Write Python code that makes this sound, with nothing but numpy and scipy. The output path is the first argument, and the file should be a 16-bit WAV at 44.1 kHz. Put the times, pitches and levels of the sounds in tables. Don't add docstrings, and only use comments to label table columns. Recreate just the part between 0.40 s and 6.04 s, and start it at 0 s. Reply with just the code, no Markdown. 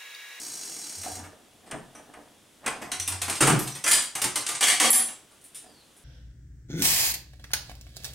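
import sys
import numpy as np
from scipy import signal
from scipy.fft import rfft, irfft, next_fast_len
from scipy.io import wavfile
from scipy.ndimage import uniform_filter1d, minimum_filter1d

SR = 44100
rng = np.random.default_rng(int(sys.argv[2]) if len(sys.argv) > 2 else 0)


def log_audio(samples):
    frames = np.atleast_2d(samples).T
    limited = np.clip(frames, -1, 1)
    pcm = np.round(limited * 32767).astype(np.int16)
    wavfile.write(sys.argv[1], SR, pcm)


N = 248724
BLOW_SAMPLES = 2 ** 15
BLOW_TIME, SCENE_TIME = np.arange(BLOW_SAMPLES) / SR, np.arange(N) / SR

# frequency in Hz, relative density in dB.
WOOD_THUMP = [(25, -33), (60, -12.5), (100, -35), (135, 0), (200, -11), (300, -4), (450, -9.5), (900, -39)]
# frequency in Hz, side relative to mid in dB.
STEREO_WIDTH = [(60, -20), (140, -15), (280, -6), (600, -8), (2000, -9), (5000, -8), (9000, -12),
                (12000, -22)]


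def works():
    # frequency in Hz, bandwidth in Hz, relative gain in dB.
    modes = [(2900, 150, -33), (4000, 220, -22), (5030, 250, -0.5), (5480, 230, -6.5), (6210, 63, 3),
             (7480, 35, -14), (8500, 35, 18), (7970, 320, -17), (10030, 23, 2), (10700, 62, -36),
             (12460, 64, 1), (12800, 61, -29)]
    # start in seconds, then relative steel level, case level and sheen in dB.
    handle_stops = [(1.311, -22, -32.5, -7), (1.330, -52, -45, -6), (1.736, -39, -43, 0),
                    (2.2612, -12, -23.5, -5), (2.2762, -15.5, -25.5, -5)]
    lever_clicks = [(0.6318, -24, -38.5, 9), (2.5163, -13, -29.5, -3), (2.5974, -15.5, -45, 0),
                    (2.6758, -11, -33, 8.5), (2.7208, -18, -34.5, -22), (2.816, -11, -31, 3),
                    (2.8967, -12, -34, 0), (3.190, -14.5, -48, 14.5), (3.752, -12.5, -29, 2),
                    (3.8162, -9, -28, 7), (3.8395, -9, -27, -1), (3.9566, -8.5, -28.5, 1),
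                    (4.064, -12, -40, -5), (4.0882, -13, -31, 4), (4.150, -16.5, -40, -22)]
    trip_slams = [(3.0051, -4.5, -14, 3), (3.022, -7, -14, -20), (3.0688, -7.5, -11.5, 4),
                  (3.0968, -14.5, -16.5, -3)]
    brushing_parts = [(0.778, -47, -39.5, -4), (0.8346, -38, -38.5, 11), (1.262, -42.5, -46, -7),
                      (2.238, -45, -35.5, -3), (2.414, -28, -28.5, -9), (2.8785, -19, -23, 6),
                      (2.9497, -19, -35, 0), (3.219, -21.5, -34, 14), (3.271, -19.5, -36, 5),
                      (3.3492, -22.5, -35.5, 4), (3.985, -28, -37, -8), (4.115, -22, -35.5, -2)]
    pawl_ticks = [(1.548, -47, -45.5, 6), (4.9109, -53, -56, 0), (5.012, -51, -79, 9),
                  (5.0396, -44.5, -72, 15), (5.146, -36, -70, 9), (5.154, -37.5, -72, 5),
                  (5.5648, -51, -74, 15)]
    handle = contacts(handle_stops, modes, WOOD_THUMP, attack=0.0021, t60=0.038, steel_db=-5,
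                      ring_db=-13.5, knock_db=7.5, thump_db=-15, bright_hz=9000, bright_db=2.5,
                      wet_db=-4)
    levers = contacts(lever_clicks, modes, WOOD_THUMP, attack=0.0026, t60=0.042, steel_db=-2,
                      ring_db=-15, knock_db=6.5, thump_db=-6, bright_hz=9100, bright_db=2.5, wet_db=1)
    slams = contacts(trip_slams, modes, WOOD_THUMP, attack=0.0043, t60=0.061, steel_db=-2.5,
                     ring_db=-16, knock_db=5, thump_db=3, bright_hz=9200, bright_db=4, wet_db=1)
    scuffs = contacts(brushing_parts, modes, WOOD_THUMP, attack=0.011, t60=0.058, steel_db=1,
                      ring_db=-2, knock_db=7, thump_db=-2, bright_hz=8900, bright_db=-0.5, wet_db=1.5)
    ticks = contacts(pawl_ticks, modes, WOOD_THUMP, attack=0.00099, t60=0.097, steel_db=1.5,
                     ring_db=-25, knock_db=7.5, thump_db=-15, bright_hz=9140, bright_db=9, wet_db=3.5)
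    return handle + levers + slams + scuffs + ticks


def cabinet():
    # start in seconds, level in dB.
    clunks = [(1.328, -32), (3.008, -39), (3.104, -14), (3.126, -16.5), (3.190, -31), (3.850, -29.5)]
    # frequency in Hz, relative level in dB, t60 in seconds before extra damping.
    modes = [(120, -9, .4), (140, 0, .42), (168, -8, .3), (238, -7, .28), (304, -5, .3), (361, -8, .3),
             (418, -12, .25), (735, -16, .25)]
    return strikes(clunks, modes, scatter_db=3.5, damping=2.2, attack=0.0041, wet_db=-2.5)


def coin_column():
    # start in seconds, then relative steel level, case level and sheen in dB.
    release = [(3.439, -18.5, -20.5, 8), (3.462, -16, -21, -5), (3.477, -10.5, -25.5, 5.5),
               (3.5112, -5.5, -16.5, 7), (3.5291, -6.5, -48, 3), (3.5525, -16.5, -24.5, -2),
               (3.6204, -24, -36, 10)]
    # frequency in Hz, bandwidth in Hz, relative gain in dB.
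    modes = [(1740, 72, 4), (2500, 43, 4), (3240, 73, 5.5), (4870, 220, 3), (6150, 140, -7),
             (7150, 150, 11), (7900, 44, 8), (7500, 35, -6), (9100, 37, -18), (9130, 26, -16),
             (9640, 43, 2), (10400, 100, -10.5)]
    return contacts(release, modes, WOOD_THUMP, attack=0.0012, t60=0.065, steel_db=-2,
                    ring_db=-8.5, knock_db=-1, thump_db=-73, bright_hz=9130, bright_db=5.5, wet_db=3)


def payout_slide():
    # start in seconds, level in dB.
    hits = [(3.464, -10), (3.478, -11), (3.492, -17)]
    # frequency in Hz, relative level in dB, t60 in seconds before extra damping.
    modes = [(1357, -4, 0.089), (1594, -3, 0.088), (1716, -5, 0.13), (2040, -2, 0.11), (2441, -5, 0.16)]
    return strikes(hits, modes, scatter_db=1, damping=4.4, attack=0.0035, wet_db=-1)


def chute():
    # start and length in seconds, then steel level, case level and loss in dB.
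    runs = [(4.226, 0.108, -9.5, -21.5, 5), (4.3994, 0.09, -9, -12.5, 14)]
    # start in seconds, then relative steel level, case level and sheen in dB.
    knocks = [(4.208, -14, -19.5, -1), (4.5288, -12, -21.5, -8), (4.5945, -24, -26.5, 6),
              (4.6865, -32, -33.5, 1)]
    # frequency in Hz, bandwidth in Hz, relative gain in dB.
    chute_modes = [(750, 59, 3.5), (1156, 25, 4), (1800, 150, 5.5), (2340, 140, 3), (2815, 48, 2),
                   (3310, 70, -1.5), (4540, 210, -2), (5570, 130, -19), (6050, 140, -0.5), (7200, 45, -13),
                   (8160, 82, 3), (7650, 290, -15), (9000, 240, 1.5), (10200, 120, -12)]
    # frequency in Hz, relative level in dB, t60 in seconds before extra damping.
    wall_modes = [(2111, -7, .25), (2265, -4, .25), (2920, -7, .2), (3073, -7, .25), (3273, 0, .28)]
    # frequency in Hz, relative density in dB.
    tray_thump = [(40, -42), (120, -17), (190, -17), (235, -7), (290, 0), (420, -10), (520, -7), (620, -13),
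                  (760, -22), (1100, 0), (2000, -41)]
    touches = np.vstack([tumble(*run, count=6) for run in runs])
    clatter = contacts(np.vstack([touches, knocks]), chute_modes, tray_thump, attack=0.00069, t60=0.06,
                       steel_db=-1.5, ring_db=-6, knock_db=-4.5, thump_db=-12.5, bright_hz=8600,
                       bright_db=2, wet_db=1.5)
    wall_hits = touches[:, :2] + [0, -12]
    wall = strikes(wall_hits, wall_modes, scatter_db=1.5, damping=1.9, attack=0.00041, wet_db=-2)
    return radiate(clatter, edge_hz=99) + wall


def tumble(start, length, steel_db, case_db, loss_db, count, jitter=0.2, scatter_db=1):
    k = np.arange(count)
    progress = (k + (k > 0) * jitter * rng.standard_normal(count)) / count
    force_db = scatter_db * rng.standard_normal(count) - loss_db * progress
    return np.c_[start + length * progress, steel_db + force_db, case_db + force_db, np.zeros(count)]


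def tray():
    # start in seconds, relative level in dB.
    hits = [(4.412, -22), (4.445, -21.5), (4.54, -29.5), (4.597, -44)]
    # frequency in Hz, relative level in dB, t60 in seconds before extra damping.
    modes = [(237, 1, .35), (490, -5, .2), (525, -5, .2), (745, -1, .2), (1140, -6, .4)]
    ringing = strikes(hits, modes, scatter_db=3, damping=1.35, attack=0.0026, wet_db=-1)
    return radiate(ringing, edge_hz=356)


def coins(restitution=0.74, bounce_loss_db=9, count=6, wet_db=2):
    # start in seconds, level in dB, first flight in seconds.
    landings = [(4.504, -8, 0.036), (4.528, -12, 0.028)]
    # frequency in Hz, relative level in dB, t60 in seconds before damping.
    coin_modes = [
        [(7650, -11, .4), (10017, -3, .25), (10588, -1, .28), (10655, -6, .3), (11815, -14, .26),
         (15052, -20, .4)],
        [(8140, -11, .25), (8900, -8, .2), (9215, 0, .26), (9272, -2, .26), (9352, -4, .22), (9880, -4, .18),
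         (10436, -4, .18), (12663, -13, .25)],
    ]
    # frequency in Hz, bandwidth in Hz, relative gain in dB.
    rim_modes = [(8050, 390, -5.5), (9500, 460, -10), (10040, 550, -8), (11900, 250, -3)]
    track = np.zeros((2, N))
    k = np.arange(count)
    for (start, first_db, first_flight), modes in zip(landings, coin_modes):
        flights = first_flight * restitution ** k
        bounces = np.c_[start + np.cumsum(flights) - flights, first_db - bounce_loss_db * k]
        track += strikes(bounces, modes, scatter_db=1, damping=1.37, attack=0.00026, wet_db=wet_db)
        for s, db in bounces:
            touch = rng.standard_normal(BLOW_SAMPLES) * fade(t60=0.016, attack=0.00044)
            add(track, s, in_room(amp(db + 5.5) * resonate(touch, rim_modes), wet_db))
    return track


def catch():
    # start in seconds, level in dB.
    flicks = [(1.553, -41.5), (2.598, -19.5), (3.322, -34), (3.441, -19)]
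    # frequency in Hz, relative level in dB, t60 in seconds before extra damping.
    modes = [(5820, -0.44, 0.079), (6080, -1.5, 0.056)]
    return strikes(flicks, modes, scatter_db=0, damping=1.7, attack=0.0012, wet_db=-1)


def latch():
    # start in seconds, level in dB.
    knocks = [(0.640, -47), (0.664, -26.5), (0.705, -51)]
    # frequency in Hz, relative level in dB, t60 in seconds before extra damping.
    modes = [(270, -18, 0.11), (706, 7, 0.17), (743, 4, 0.11), (787, -20, 0.16), (1190, -8, .1)]
    return strikes(knocks, modes, scatter_db=10, damping=2.3, attack=0.00065, wet_db=-1)


def ratchet(teeth_per_s=64, coast_s=0.85, caught_s=0.77, stop_db_per_s=293, waver_rad=0.32):
    # frequency in Hz, relative density in dB.
    whirr_spectrum = [(71, -37), (120, -12.5), (321, -1.5), (557, -13.5), (727, -7), (988, -11),
                      (1790, -11), (3660, -10.5), (3900, -23), (4320, -13), (5750, 4.5), (6240, -4),
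                      (8840, -2.5), (14700, -17.5), (16000, -21)]
    # frequency in Hz, bandwidth in Hz, relative gain in dB.
    pawl_modes = [(4006, 36, -2), (4670, 110, 0.5), (6300, 20, -15), (6620, 170, 4.5), (8090, 23, 5),
                  (8200, 40, -9.5), (8630, 220, -8), (9100, 130, 0.5), (12500, 150, -26)]
    # frequency in Hz, relative level in dB.
    wheel_tones = [(4016, -63.5), (4576, -59), (5410, -70), (5841, -64), (6611, -63), (8070, -57),
                   (8629, -58), (8829, -52)]
    pace = teeth_per_s * np.exp(-SCENE_TIME / coast_s)
    teeth_passed = np.cumsum(pace) / SR
    since_tooth = (teeth_passed % 1) / pace
    tooth_force = amp(0.29 * rng.standard_normal(1000))[teeth_passed.astype(int)]
    turning = amp(-stop_db_per_s * np.maximum(SCENE_TIME - caught_s, 0))
    pressure = turning * tooth_force * (np.exp(-since_tooth / 0.0067) + 0.39)
    scrape = unit(pressure) * np.sqrt(np.mean(turning ** 2)) * rng.standard_normal(N)
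    whirr = unit(filtered(scrape, lambda hz: amp(along(whirr_spectrum, hz)))) * scrape.std()
    ticking = amp(-2) * whirr + amp(-3.5) * resonate(scrape, pawl_modes)
    tones = sum(amp(db) * np.sin(2 * np.pi * hz * SCENE_TIME + waver_rad * noise(lambda f: -f, N))
                for hz, db in wheel_tones)
    return amp(-39) * (in_room(ticking, wet_db=-2.5) + amp(-10.5) * turning * unit(tones))


def rods(slips_per_s=350, grip_db_per_s=334):
    # time of the peak in seconds, relative level in dB, t60 in seconds.
    strokes = [(0.69, -37, 0.083), (0.785, -43, 0.7), (1.278, -50, 0.067), (1.345, -37.5, 0.35),
               (1.56, -54, 0.19), (1.605, -54, 0.15), (1.698, -50.5, 0.058), (1.765, -45.5, 0.54),
               (2.277, -38.5, 0.58), (2.43, -43.5, 0.42), (2.56, -65, 0.68), (5.245, -52, 0.34)]
    # frequency in Hz, relative density in dB.
    rub_spectrum = [(53, -13), (90, -8), (120, -17), (249, 2), (326, -7), (426, -4.5), (559, -7),
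                    (709, 0.5), (818, -6), (1430, -16), (1750, -9), (3750, -84), (4000, -41), (5200, -62),
                    (8800, -120)]
    slips = (rng.random(N) < slips_per_s / SR) * rng.exponential(size=N)
    friction = unit(slips) + 0.5 * rng.standard_normal(N)
    rub = unit(filtered(friction, lambda hz: amp(along(rub_spectrum, hz))))
    effort = sum(amp(db - np.maximum(grip_db_per_s * (s - SCENE_TIME), 60 * (SCENE_TIME - s) / t60))
                 for s, db, t60 in strokes)
    return in_room(amp(-1.5) * rub * effort, wet_db=-4.5)


def spring(hum_hz, rough_db):
    # time of the peak in seconds, relative level in dB, half-length in seconds.
    swells = [(0.61, -48, 0.03), (0.79, -40, 0.084), (2.613, -45.5, 0.06), (2.792, -32.5, 0.1)]
    waver = noise(lambda hz: -hz, N)
    flutter = noise(lambda hz: -hz / 2, N)
    swing = sum(amp(db) * np.exp(-((SCENE_TIME - s) / half) ** 2) for s, db, half in swells)
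    hum = np.sqrt(2) * np.sin(2 * np.pi * hum_hz * SCENE_TIME + 0.16 * waver)
    return amp(-4.5) * hum * swing * amp(rough_db * flutter)


def squeak():
    # time in seconds, frequency in Hz, level in dB.
    glide = [(5.22, 5150, -78), (5.28, 4850, -61), (5.34, 4550, -61), (5.41, 4100, -63), (5.46, 3800, -78)]
    s, hz, db = np.transpose(glide)
    blur = noise(lambda f: -60 * (f / 700) ** 2, N)
    tone = np.sin(2 * np.pi * np.cumsum(np.interp(SCENE_TIME, s, hz)) / SR)
    envelope = amp(np.interp(SCENE_TIME, s, db)) * (SCENE_TIME >= s[0]) * (SCENE_TIME <= s[-1])
    return in_room(blur * tone * envelope, wet_db=5)


def hush(floor_db):
    # frequency in Hz, relative density in dB.
    spectrum = [(25, -12), (60, -4), (125, -1), (300, 0), (1000, -8), (2300, -11), (3400, -7), (4200, -13),
                (6500, -13), (9500, -11), (11500, -17), (16000, -24)]
    mid, side = (noise(lambda hz: along(spectrum, hz), N) for _ in range(2))
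    side = filtered(side, lambda hz: amp(along(STEREO_WIDTH, hz)))
    return amp(floor_db) * np.array([mid + side, mid - side])


def contacts(rows, modes, thump_spectrum, attack, t60, steel_db, ring_db, knock_db, thump_db,
             bright_hz, bright_db, wet_db):
    # frequency in Hz, relative density in dB.
    steel_spectrum = [(900, -14.5), (2000, -2), (3200, 0), (5000, -2), (7000, 1), (9300, 3.5), (10500, -3),
                      (12000, -8.5), (15500, -22)]
    case_spectrum = [(50, -42), (150, -61), (250, -1.5), (500, -2.5), (750, 4.5), (1300, 3.5), (2000, 1.5),
                     (3000, -4.5), (5000, -34)]

    def chatter_db(hz, sheen_db):
        band = np.exp(-(np.log((hz + 1) / bright_hz) / 0.16) ** 2)
        top = along([(9000, 0), (12500, 1)], hz)
        return along(steel_spectrum, hz) + bright_db * band + sheen_db * top

    track = np.zeros((2, N))
    pulse = fade(t60, attack)
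    for s, db, case_db, sheen_db in rows:
        chatter = noise(lambda hz: chatter_db(hz, sheen_db), BLOW_SAMPLES) * pulse
        ringing = resonate(rng.standard_normal(BLOW_SAMPLES) * pulse, modes)
        knock = noise(lambda hz: along(case_spectrum, hz), BLOW_SAMPLES) * fade(0.078, attack + 0.005)
        thump = noise(lambda hz: along(thump_spectrum, hz), BLOW_SAMPLES) * fade(0.11, attack + 0.012)
        steel = amp(steel_db) * chatter + amp(ring_db) * ringing
        case = amp(knock_db) * knock + amp(thump_db) * thump
        add(track, s, in_room(amp(db) * steel + amp(case_db) * case, wet_db))
    return track


def strikes(rows, modes, scatter_db, damping, attack, wet_db):
    track = np.zeros((2, N))
    onset = 1 - np.exp(-BLOW_TIME / attack)
    for s, db in rows:
        add(track, s, in_room(amp(db) * ring(modes, scatter_db, damping) * onset, wet_db))
    return track


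def ring(modes, scatter_db, damping):
    hz, db, t60 = np.transpose(modes)
    gain = amp(db + scatter_db * rng.standard_normal(len(hz)))
    phase = rng.uniform(0, 2 * np.pi, (len(hz), 1))
    t = BLOW_TIME[:BLOW_SAMPLES // 2]
    waves = np.sin(2 * np.pi * hz[:, None] * t + phase) * amp(-60 * t * damping / t60[:, None])
    return np.pad(gain @ waves / np.sqrt(np.sum(gain ** 2) / 2), (0, BLOW_SAMPLES // 2))


def resonate(x, modes):
    y = filtered(x, lambda f: sum((-1) ** k * amp(db) * 1j * f * width / (hz**2 - f**2 + 1j * f * width)
                                  for k, (hz, width, db) in enumerate(modes)))
    return y * np.linalg.norm(x) / (np.linalg.norm(y) + 1e-20)


def radiate(x, edge_hz):
    return signal.sosfilt(signal.butter(2, edge_hz, "highpass", fs=SR, output="sos"), x)


def in_room(x, wet_db):
    # frequency in Hz, t60 in seconds.
    decay_times = [(100, 0.62), (260, 0.34), (700, 0.44), (1800, 0.38), (5000, 0.4), (9000, 0.32),
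                   (14000, 0.22)]
    hz = np.fft.rfftfreq(256, 1 / SR)[:, None]
    t = np.arange(200) * 128 / SR
    spectra = rng.standard_normal((2, len(hz), 2 * len(t))).view(complex)
    spectra *= amp(-60 * t / along(decay_times, hz))
    spectra[1] *= amp(along(STEREO_WIDTH, hz))
    mid, side = signal.istft(spectra, nperseg=256)[1]
    tail = np.array([mid + side, mid - side]) * amp(wet_db) / np.linalg.norm(mid)
    response = np.pad(tail, ((0, 0), (SR // 300, 0)))
    response[:, 0] = 1
    return signal.fftconvolve(x[None], response, axes=1)[:, :len(x)] / np.sqrt(1 + amp(wet_db) ** 2)


def fade(t60, attack):
    return amp(-60 * BLOW_TIME / t60) * (1 - np.exp(-BLOW_TIME / attack))


def noise(gain_db, size):
    return unit(filtered(rng.standard_normal(size), lambda hz: amp(gain_db(hz))))


def filtered(x, response):
    n = x.shape[-1]
    padded = next_fast_len(n + 4096, True)
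    return irfft(rfft(x, padded) * response(np.fft.rfftfreq(padded, 1 / SR)), padded)[..., :n]


def along(points, hz):
    frequencies, values = np.transpose(points)
    return np.interp(np.log(hz + 1), np.log(frequencies + 1), values)


def add(track, start, sound):
    part = track[:, round(start * SR):][:, :sound.shape[-1]]
    part += sound[:, :part.shape[1]]


def amp(db):
    return 10 ** (np.asarray(db) / 20)


def unit(x):
    return x / np.sqrt(np.mean(x ** 2) + 1e-20)


def scene():
    struck_bodies = cabinet() + latch() + catch() + tray() + payout_slide()
    clatter = works() + coin_column() + chute() + coins()
    running = ratchet() + rods() + spring(hum_hz=91, rough_db=4) + squeak()
    return struck_bodies + clatter + running + hush(floor_db=-58.5)


def record(dry, ceiling_db=-6, hold_s=0.041, top_hz=15800):
    needed_gain = np.minimum(1, amp(ceiling_db) / (np.abs(dry).max(axis=0) + 1e-9))
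    hold = 2 * int(hold_s * SR / 2) + 1
    held_gain = minimum_filter1d(needed_gain, hold, origin=hold // 2 - SR // 1000)
    return filtered(dry * uniform_filter1d(held_gain, size=88), lambda hz: hz < top_hz)


dry = scene()
out = record(dry)
log_audio(out)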